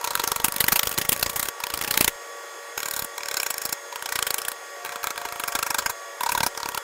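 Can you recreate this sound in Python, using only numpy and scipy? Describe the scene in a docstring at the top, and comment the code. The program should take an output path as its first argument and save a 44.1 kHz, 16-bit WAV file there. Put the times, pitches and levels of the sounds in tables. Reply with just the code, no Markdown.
"""A razor blade chops in short strokes, sped up about eightfold, at hardened resin on a car windshield, outdoors.
Each stroke is a noise burst of tiny cracks, filtered into scratch, thump, sizzle, glass and blade rings.
Sped-up motor hum: wavering multiples of three base pitches, and fuzzy bands of noise.
A thin wash of air is shaped noise; twice a distant engine drones on two multiples of its firing rate."""
import sys
import numpy as np
from scipy import signal
from scipy.fft import rfft, irfft
from scipy.io import wavfile
from scipy.ndimage import uniform_filter1d

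SR = 44100
rng = np.random.default_rng(int(sys.argv[2]) if len(sys.argv) > 2 else 0)


def log_audio(samples):
    """Write samples as a 16-bit WAV file to the path given in sys.argv[1]."""
    # one column per channel
    frames = np.atleast_2d(samples).T
    # limit to full scale, then quantise
    limited = np.clip(frames, -1, 1)
    pcm = np.round(limited * 32767).astype(np.int16)
    wavfile.write(sys.argv[1], SR, pcm)


N = 301195
SPAN, LEAD = 4096, 512  # samples: one stroke's buffer, the part of it before the hit


def gain_of(db):
    """Amplitude factor of a level in dB."""
    return 10 ** (np.asarray(db) / 20)


def evened(x):
    """Scale each row to unit rms."""
    return x / np.sqrt(np.mean(abs(x) ** 2, axis=-1, keepdims=True) + 1e-20)


def read(points, hz):
    """Straight dB lines on a log-frequency axis, -100 dB outside the table."""
    point_hz, db = np.transpose(points)
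    return np.interp(np.log(hz + 1), np.log(point_hz + 1), db, -100, -100)


def fuzzy_line(hz, width_hz):
    """A tone whose strength and phase wander, the faster the wider the line."""
    keep = np.exp(-np.pi * width_hz / SR)
    noise = rng.standard_normal(N) + 1j * rng.standard_normal(N)
    wander = evened(signal.lfilter([1], [1, -keep], noise))
    return wander * np.exp(2j * np.pi * np.cumsum(hz * np.ones(N)) / SR)


# Spectrum shape of the air. Each row: frequency in Hz, relative level in dB per Hz.
AIR_SHAPE = [(30, -52), (200, -52), (290, -13.5), (380, 5.5), (700, 6.5), (1300, 4.5), (2500, -2),
             (3700, -7), (7000, -5), (10000, -10.5), (15500, -14.5), (16100, -44)]
AIR_RMS_DB, PATCH_DB = -42.5, 1.2


def air():
    """Random short-time spectra with mild drifting patches."""
    frames, hz = N // 256 + 5, np.fft.rfftfreq(1024, 1 / SR)
    real, imag, patches = rng.standard_normal((frames, 513, 3)).T
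    patches = uniform_filter1d(patches, size=12, axis=0)  # over frequency bins
    patches = evened(uniform_filter1d(patches, size=10, axis=1))  # over frames
    spectra = (real + 1j * imag) * gain_of(read(AIR_SHAPE, hz)[:, None] + PATCH_DB * patches)
    wash = signal.istft(spectra, nperseg=1024, noverlap=768)[1][:N]
    return gain_of(AIR_RMS_DB) * evened(wash)


# Sped-up hums. Each row: base pitch in Hz, list of lines (multiple, rms level in dB, waver width in Hz).
HUM_LINES = [(469.3, [(1, -52, 4), (3, -52.5, 2.1), (4, -50, 27), (14, -51, 1.3), (16, -58, 5.7),
             (20, -62, 3)]), (568.4, [(1, -49, 5.2), (2, -46, 1.7), (3, -54, 6.1), (4, -60.5, 9.2),
             (6, -60.5, 8.1), (9, -60.5, 9.9)]), (960, [(1, -63.5, 3.8), (2, -55.5, 5)])]
# Fuzzy bands. Each row: centre in Hz, width in Hz, rms level in dB.
WHIRR_BANDS = [(476, 8.2, -79), (3370, 70, -56.5), (4980, 170, -59.5), (2120, 23, -58.5)]
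WAVER = 0.28  # fuzzy part, relative to the steady core


def motor_hum():
    """Multiples of a base pitch that waver around a steady core, and a few fuzzy bands."""
    out, t = np.zeros(N), np.arange(N) / SR
    for base_hz, lines in HUM_LINES:
        for multiple, db, width_hz in lines:
            hz = round(multiple) * base_hz
            core = np.exp(2j * np.pi * (hz * t + rng.random()))
            out += gain_of(db) * evened((core + WAVER * fuzzy_line(hz, width_hz)).real)
    for hz, width_hz, db in WHIRR_BANDS:
        out += gain_of(db) * evened(fuzzy_line(hz, width_hz).real)
    return out


# Distant engine, one table per pass. Each row: time in seconds, firing rate in Hz,
# steady rms level in dB of the 2nd multiple, of the 3rd.
ENGINE_PASSES = [
    [(1.8, 405, -60, -70), (1.835, 408, -43, -66), (1.99, 440, -42, -66), (2.04, 445, -60, -70)],
    [(4.75, 356, -62, -70), (4.79, 356, -47, -60), (4.92, 356, -48, -47), (5.08, 356, -45, -62),
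     (5.14, 354, -56, -62), (5.2, 353, -46, -58), (5.56, 350, -47, -58), (5.7, 342, -64, -70),
     (5.93, 337, -51, -70), (6.13, 335, -50, -70), (6.2, 334, -60, -70)],
]


def engine():
    """Two multiples of a gliding firing rate, each a steady tone plus a wavering one."""
    out, t = np.zeros(N), np.arange(N) / SR
    for rows in ENGINE_PASSES:
        time_s, rate_hz, *levels_db = np.transpose(rows)
        firing_hz = np.interp(t, time_s, rate_hz)
        for multiple, db in zip((2, 3), levels_db):
            steady = np.exp(2j * np.pi * multiple * np.cumsum(firing_hz) / SR)
            tone = (steady + .4 * fuzzy_line(multiple * firing_hz, 12)).real
            out += gain_of(np.interp(t, time_s, db, -200, -200)) * tone
    return np.sqrt(2) * out  # sine peak to rms


# Blade strokes. Each row: start in seconds, bite length in ms, scratch rms level over the bite in dB.
STROKE_ROWS = [(0.0124, 1.9, -29.5), (0.0419, 7.1, -24.5), (0.0738, 4.3, -23), (0.1066, 5.8, -24.5),
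               (0.1332, 4.8, -35), (0.153, 2.1, -12.5), (0.175, 2.5, -27), (0.196, 5.7, -20),
               (0.218, 2.5, -32), (0.2374, 5.4, -19.5), (0.2761, 1.4, -14), (0.318, 3.4, -17),
               (0.3604, 5.2, -22), (0.3998, 2.8, -23.5), (0.4436, 7.4, -16.5), (0.4817, 4.9, -23.5),
               (0.522, 2.8, -26), (0.5413, 3, -30), (0.5628, 2.8, -23), (0.583, 1.6, -26),
               (0.6043, 6.2, -16), (0.641, 4.8, -19), (0.665, 2.1, -28), (0.6821, 4.5, -14),
               (0.7213, 6.3, -15.5), (0.7582, 9, -18.5), (0.793, 3.2, -12.5), (0.8316, 4.8, -19.5),
               (0.8539, 8, -35), (0.872, 4.5, -19.5), (0.892, 8.2, -34), (0.913, 4.3, -25.5),
               (0.9393, 8.3, -33.5), (0.9777, 3.8, -19), (0.9842, 4.1, -19.5), (1.0137, 9, -24),
               (1.0496, 7.6, -28.5), (1.0917, 2.9, -16), (1.1203, 2.6, -18.5), (1.1269, 5.9, -20.5),
               (1.163, 1.9, -24.5), (1.195, 3.7, -28.5), (1.212, 2.1, -29), (1.2276, 4.9, -15.5),
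               (1.2614, 7.8, -23), (1.2948, 8.2, -27.5), (1.3308, 8.7, -39), (1.359, 14, -27.5),
               (1.3954, 6.8, -23.5), (1.4282, 4.2, -22.5), (1.455, 5.9, -28.5), (1.4857, 4.1, -22),
               (1.6017, 5.2, -32.5), (1.6372, 3.6, -20.5), (1.668, 3.3, -25.5), (1.7012, 3.9, -26),
               (1.739, 2.4, -18.5), (1.7746, 3.0, -26.5), (1.79, 3.2, -29), (1.8123, 3.4, -21.5),
               (1.822, 4.4, -27), (1.8373, 5.7, -29.5), (1.8453, 4.4, -24.5), (1.8761, 6.6, -25.5),
               (1.9094, 3.6, -17), (1.9405, 5, -20.5), (1.953, 12, -35), (1.975, 3, -11.5),
               (2.009, 3.3, -11), (2.025, 2.8, -28), (2.0445, 4, -14.5), (2.078, 4.5, -14),
               (2.7768, 4.2, -23.5), (2.8031, 2.3, -25.5), (2.8307, 3, -23.5), (2.8567, 5.1, -26),
               (2.8844, 2.8, -24.5), (2.9105, 3.4, -25.5), (2.9366, 5.2, -27), (2.9637, 8.1, -29),
               (2.9918, 5.5, -27.5), (3.0212, 3.7, -28.5), (3.0453, 4.3, -34), (3.1799, 1.8, -24),
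               (3.2063, 2.8, -31), (3.233, 1.6, -24.5), (3.2577, 3.6, -28.5), (3.2849, 5.5, -26.5),
               (3.3132, 1.8, -21), (3.3417, 2.5, -21.5), (3.3693, 5, -20.5), (3.3992, 5.1, -21),
               (3.4313, 2.4, -21), (3.463, 7.1, -25), (3.5026, 6.9, -26), (3.5414, 3.8, -28),
               (3.5806, 2.6, -26.5), (3.616, 9, -31.5), (3.6529, 4.8, -24.5), (3.6918, 4.5, -30),
               (3.7257, 4.6, -23.5), (3.9238, 7.7, -35), (3.9579, 4.5, -27.5), (3.9921, 6.6, -40),
               (4.0244, 2.2, -25), (4.0587, 4.1, -24), (4.0893, 6.4, -28), (4.1223, 6.6, -22.5),
               (4.1565, 4.7, -20), (4.19, 2.7, -17.5), (4.2262, 2.7, -15), (4.2671, 7.9, -23),
               (4.3058, 3.4, -18.5), (4.3432, 2, -17), (4.382, 7.3, -26.5), (4.4175, 2.3, -25),
               (4.4504, 4.2, -27.5), (4.483, 5.3, -23.5), (4.5169, 3.5, -29), (4.8484, 4.5, -30),
               (4.8591, 5.8, -32), (4.892, 3.4, -29.5), (4.9206, 8.5, -34), (4.9584, 2.6, -25),
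               (5.031, 2.6, -29), (5.041, 3.2, -22), (5.071, 4.6, -23), (5.1048, 4.2, -22.5),
               (5.159, 3.9, -34.5), (5.1779, 1.9, -23), (5.2151, 4.6, -31), (5.2511, 6.5, -28),
               (5.2867, 4.2, -31.5), (5.3236, 3.5, -28), (5.357, 9.1, -37.5), (5.397, 4.9, -26.5),
               (5.4369, 6, -24.5), (5.4777, 9.6, -27), (5.521, 7.3, -29.5), (5.5517, 8.9, -21.5),
               (5.589, 6.1, -24), (5.6272, 4.4, -20), (5.6643, 9.5, -27.5), (5.704, 6, -21.5),
               (5.744, 6.8, -22), (5.7844, 9.5, -21), (5.82, 13, -35), (5.8596, 8.1, -20.5),
               (5.8956, 9.2, -27), (6.2076, 4.1, -25.5), (6.2335, 5.6, -24), (6.2617, 6.4, -24.5),
               (6.291, 4.6, -22), (6.3189, 7.2, -23), (6.3488, 5.8, -24), (6.3762, 6, -22),
               (6.4051, 3, -17), (6.4313, 8.4, -20.5), (6.463, 8.5, -21), (6.548, 4.4, -35),
               (6.575, 4.2, -25), (6.6015, 5.4, -31.5), (6.6312, 1.2, -19), (6.6581, 3.2, -25),
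               (6.6887, 1.6, -21), (6.719, 2.3, -33.5), (6.747, 2.9, -23.5), (6.7754, 4, -21.5)]
# Runs of strokes. Each row: start in seconds, end in seconds,
# upper glass rings in dB above the scratch, mean of higher over lower of those two rings in dB,
# mean skid level in dB re bite, mean scratch level of the return ticks in dB.
RUNS = [(0, 0.415, -8, -2, -20.5, -41), (.42, .96, -17.5, -3, -21, -35), (0.957, 1.5, -26, -23, -19, -42.5),
        (1.55, 2.09, -30, 16, -19, -46), (2.7, 3.06, -7, 30, -22, -42), (3.108, 3.74, -8, 36, -21.5, -47.5),
        (3.852, 4.53, -11, 29, -24, -54), (4.8, 5.4, -2.5, 4, -16, -48), (5.4, 5.91, -3, 6, -26, -49),
        (6.106, 6.485, -7.5, 14, -16, -61), (6.53, 6.8, -8.5, 3, -21, -51)]
TICK_SHARE, TICK_AT, TICK_MS, TICK_SPREAD_DB = .6, .52, 4.6, 3.  # TICK_AT: mean, as share of the gap


def all_strokes():
    """The strokes and, between close neighbours, the faint ticks of the blade coming back."""
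    start_s, length_ms, db = np.transpose(STROKE_ROWS)
    run_start_s, run_tick_db = np.transpose(RUNS)[[0, -1]]
    gap_s = np.diff(start_s)
    luck, jitter = rng.random(len(gap_s)), rng.standard_normal((len(gap_s), 2))
    tick_s = start_s[:-1] + gap_s * np.clip(TICK_AT + 0.095 * jitter[:, 0], .2, .8)
    tick_db = run_tick_db[np.searchsorted(run_start_s, start_s[:-1]) - 1] + TICK_SPREAD_DB * jitter[:, 1]
    absent = (luck > TICK_SHARE) | (gap_s < .026) | (gap_s > .05)
    ticks = np.array([tick_s, np.full(len(gap_s), TICK_MS), tick_db - 99 * absent])
    return np.hstack([[start_s, length_ms, db], ticks])[:, :, None]


def cracks(length_ms, skid_db, grit_db=2.5, rise=0.036, fall=0.47, skid_ms=16):
    """The bite holds, dies away, and leaves a rasping skid; single cracks stand out of it."""
    t_ms = (np.arange(SPAN) - LEAD) / SR * 1000
    grain, grit, clumps = rng.standard_normal((3, len(length_ms), SPAN))
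    clumps = evened(uniform_filter1d(clumps, size=40))  # the blade catches and slips
    after_ms = np.maximum(t_ms - fall * length_ms, 0)
    bite = gain_of(2.44 * clumps) * np.exp(-after_ms / (0.68 * length_ms))
    skid = gain_of(skid_db + 5.1 * clumps) * np.exp(-after_ms / skid_ms)
    lead_in = gain_of(-11.0) * np.exp(np.minimum(t_ms, 0) / 1.8) * (t_ms < 0)
    onset = np.clip(t_ms / (rise * length_ms), 0, 1) + lead_in
    return grain * gain_of(grit_db * grit) * (bite + skid) * onset


# Scratch spectrum. Each row: frequency in Hz, relative level in dB per Hz.
SCRATCH_SHAPE = [(200, -26), (420, -4.5), (1000, -1.5), (1570, 2), (3000, -1), (6000, -3), (8000, -8),
                 (9500, -21.5)]
RIPPLE_RMS_DB = 2.5


def scratch_path(hz, count):
    """Broad random humps vary the scratch colour from stroke to stroke."""
    cycles = rng.random((count, 4, 1)) + np.arange(1, 5)[:, None] * np.log(hz + 1) / 2
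    ripple_db = RIPPLE_RMS_DB * np.sin(2 * np.pi * cycles).sum(axis=1) / np.sqrt(2)
    return gain_of(read(SCRATCH_SHAPE, hz) + ripple_db)


# Upper glass modes, lower then higher. Each row: frequency in Hz, T60 in seconds.
UPPER_GLASS_MODES = [(1375, 0.031), (1600, 0.021)]


def upper_glass_path(hz, lean_db):
    """Spectrum of two dying sines; their balance varies from stroke to stroke."""
    t = np.arange(SPAN) / SR
    mode_hz, t60_s = np.transpose(UPPER_GLASS_MODES)[:, :, None]
    lower, higher = rfft(evened(gain_of(-60 * t / t60_s) * np.sin(2 * np.pi * mode_hz * t)))
    no_bass = (hz / np.hypot(hz, 900)) ** 4
    return no_bass * (lower + gain_of(lean_db + 2.0 * rng.standard_normal(lean_db.shape)) * higher)


# Low pane mode: mean frequency in Hz, T60 in seconds.
LOW_GLASS_MODE = (949, 0.033)


def low_glass_ring(count):
    """One push swings the whole pane: a slightly detuned dying sine with a soft onset."""
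    t = np.maximum(np.arange(SPAN) - LEAD, 0) / SR
    mode_hz, t60_s = LOW_GLASS_MODE
    detune, phase = rng.standard_normal((2, count, 1))
    swing = np.sin(2 * np.pi * (mode_hz * (1 + 0.022 * detune) * t + phase))
    return evened(swing * gain_of(-60 * t / t60_s) * (1 - np.exp(-t / .0016)) ** 2)


# Blade modes. Each row: mean frequency in Hz, width in Hz of each of two cascaded resonances.
BLADE_MODES = [(2350, 640), (4100, 720), (5450, 690), (6900, 520), (7600, 300), (13800, 1900)]
# The grip of each run frees some blade modes and damps others.
# Each row: mean level in dB above the scratch of modes 1 to 6.
GRIP_LEVELS = [(-30, -17.5, -27, -31, -30, -18), (-29, -40, -32, -18, -22, -9.5),
               (-30, -31, -37, -17, -20, -13), (-34, -40, -30, -24, -26, -22),
               (-15.5, -21, -12.5, -7.5, -14, -18), (-13, -16.5, -7.5, -8, -9.5, -27),
               (-21, -24, -16, -22, -17, -29), (-10, -22, -34, -33, -27, -23),
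               (-11, -42, -18.5, -14, -13, -35), (-18, -40, -25, -24, -27, -38),
               (-28, -34, -35, -21, -31, -25)]
CLIMB_DB, MODE_SCATTER_DB, BEND = 2.5, 2, .015  # BEND: detuning spread as a share


def blade_paths(hz, run, along):
    """Blade resonances; the ring moves up the modes along a run, and each stroke detunes and stirs it."""
    bend = 1 + BEND * rng.standard_normal(run.shape)
    paths = []
    for k, (mode_hz, width_hz) in enumerate(BLADE_MODES):
        stirred_db = MODE_SCATTER_DB * rng.standard_normal(run.shape)
        climb_db = CLIMB_DB * (k - 2) * (along - .5)
        resonance = 1 / (1 + 2j * (hz - mode_hz * bend) / width_hz) ** 2
        paths.append((np.transpose(GRIP_LEVELS)[k][run] + stirred_db + climb_db, resonance))
    return paths


# The colour drifts as each run travels over the pane. Each row, mean dB above the scratch:
# thump at first, middle, last, low glass ring at first, middle, last, sizzle at first, middle, last.
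RUN_DRIFTS = [(-26, -16, -13, 7, -9.5, -2.5, -5.5, -5, -1.7),
              (-14, -17, -14.5, -7.5, -10, -19, 0.7, 0.3, -1),
              (-11, -9.5, -15, -23, -21, -11, -2, -1, -1.1),
              (-25, -13.5, -10.5, -0.5, -14.5, -15, -4, -3, -1.5),
              (-14, -23, -9, -17, -25, -6, -3, -2.5, 5), (-24, -26, -13, 1, -22, -11, -14.5, -3, 3),
              (-28, -23, -20, 1, -14.5, -35, -12, -4.5, 0.5),
              (-18, -23, -15.5, -4.5, -9, -4.5, -5, -6, -5.5),
              (-21, -19.5, -16, -9, -6.5, -4.5, -5, -4.5, -4), (-22, -18, -12, 9, 4, -1.5, -1, -7, -3),
              (-28, -11.5, -17, -7, 3.5, -9, -11, -8.5, -2.5)]
# Stroke-to-stroke spread in dB: thump, low ring, sizzle.
SPREAD_DB = (3., 2.5, 2.5)
USUAL_DB, RING_LAG = -26, 0.35  # RING_LAG: dB less ring growth per dB of scratch above USUAL_DB


def drifting_levels(run, along, scratch_db):
    """Thump, low ring and sizzle in dB above the scratch; the ring grows less than the scratch."""
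    first, middle, last = np.reshape(RUN_DRIFTS, (-1, 3, 3)).T[:, :, run]
    toward_end = np.where(along < .5, first - middle, last - middle)
    scatter_db = rng.standard_normal((len(run), 3)) * SPREAD_DB
    thump_db, low_db, sizzle_db = middle + toward_end * abs(2 * along - 1) + scatter_db.T[:, :, None]
    return thump_db, low_db - RING_LAG * np.clip(scratch_db - USUAL_DB, -12, 12), sizzle_db


# Body thump and sizzle spectra. Each row: frequency in Hz, relative level in dB per Hz.
THUMP_SHAPE = [(15, -5), (60, 0), (160, -0.5), (320, -4), (600, -20)]
SIZZLE_SHAPE = [(7000, -15.5), (9000, -1), (10500, 0.5), (15000, -1), (15700, -1), (16100, -36),
                (17000, -48)]


def razor():
    """Every stroke knocks the pane and sends its cracks through the scratch, the glass, the blade and the body."""
    start_s, length_ms, scratch_db = all_strokes()
    length_ms, count = np.clip(length_ms, 1, 20), len(start_s)
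    run = np.maximum(np.searchsorted(np.transpose(RUNS)[0], start_s) - 1, 0)
    run_start_s, run_end_s, upper_db, lean_db, skid_db, _ = np.transpose(RUNS)[:, run]
    along = np.clip((start_s - run_start_s) / (run_end_s - run_start_s), 0, 1)
    thump_db, low_db, sizzle_db = drifting_levels(run, along, scratch_db)

    hz = np.fft.rfftfreq(SPAN, 1 / SR)
    burst = rfft(cracks(length_ms, skid_db + 2.4 * rng.standard_normal((count, 1))))
    paths = [(0., scratch_path(hz, count)),
             (thump_db, gain_of(read(THUMP_SHAPE, hz))),
             (sizzle_db, gain_of(read(SIZZLE_SHAPE, hz))),
             (upper_db, upper_glass_path(hz, lean_db))] + blade_paths(hz, run, along)
    sound = gain_of(low_db) * low_glass_ring(count)
    for db, path in paths:
        sound += gain_of(db) * evened(irfft(burst * path))
    # rms over the buffer to rms over the bite
    sound *= gain_of(scratch_db) * np.sqrt(length_ms / 1000 * SR / SPAN)

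    out = np.zeros(N + SPAN + LEAD)
    np.add.at(out, np.round(start_s * SR).astype(int) + np.arange(SPAN), sound)
    return out[LEAD:LEAD + N]


def scene():
    """Sum of all sources, one channel."""
    return (air() + motor_hum() + engine() + razor())[None]


EDGE_HZ = 16900


def record(dry):
    """The loudest cracks saturate softly; then the band limit."""
    saturated = .85 * np.tanh(dry / .85)
    lowpass = signal.firwin(511, EDGE_HZ, window=("kaiser", 9), fs=SR)
    return signal.oaconvolve(saturated, lowpass[None], "same")


dry = scene()
out = record(dry)
log_audio(out)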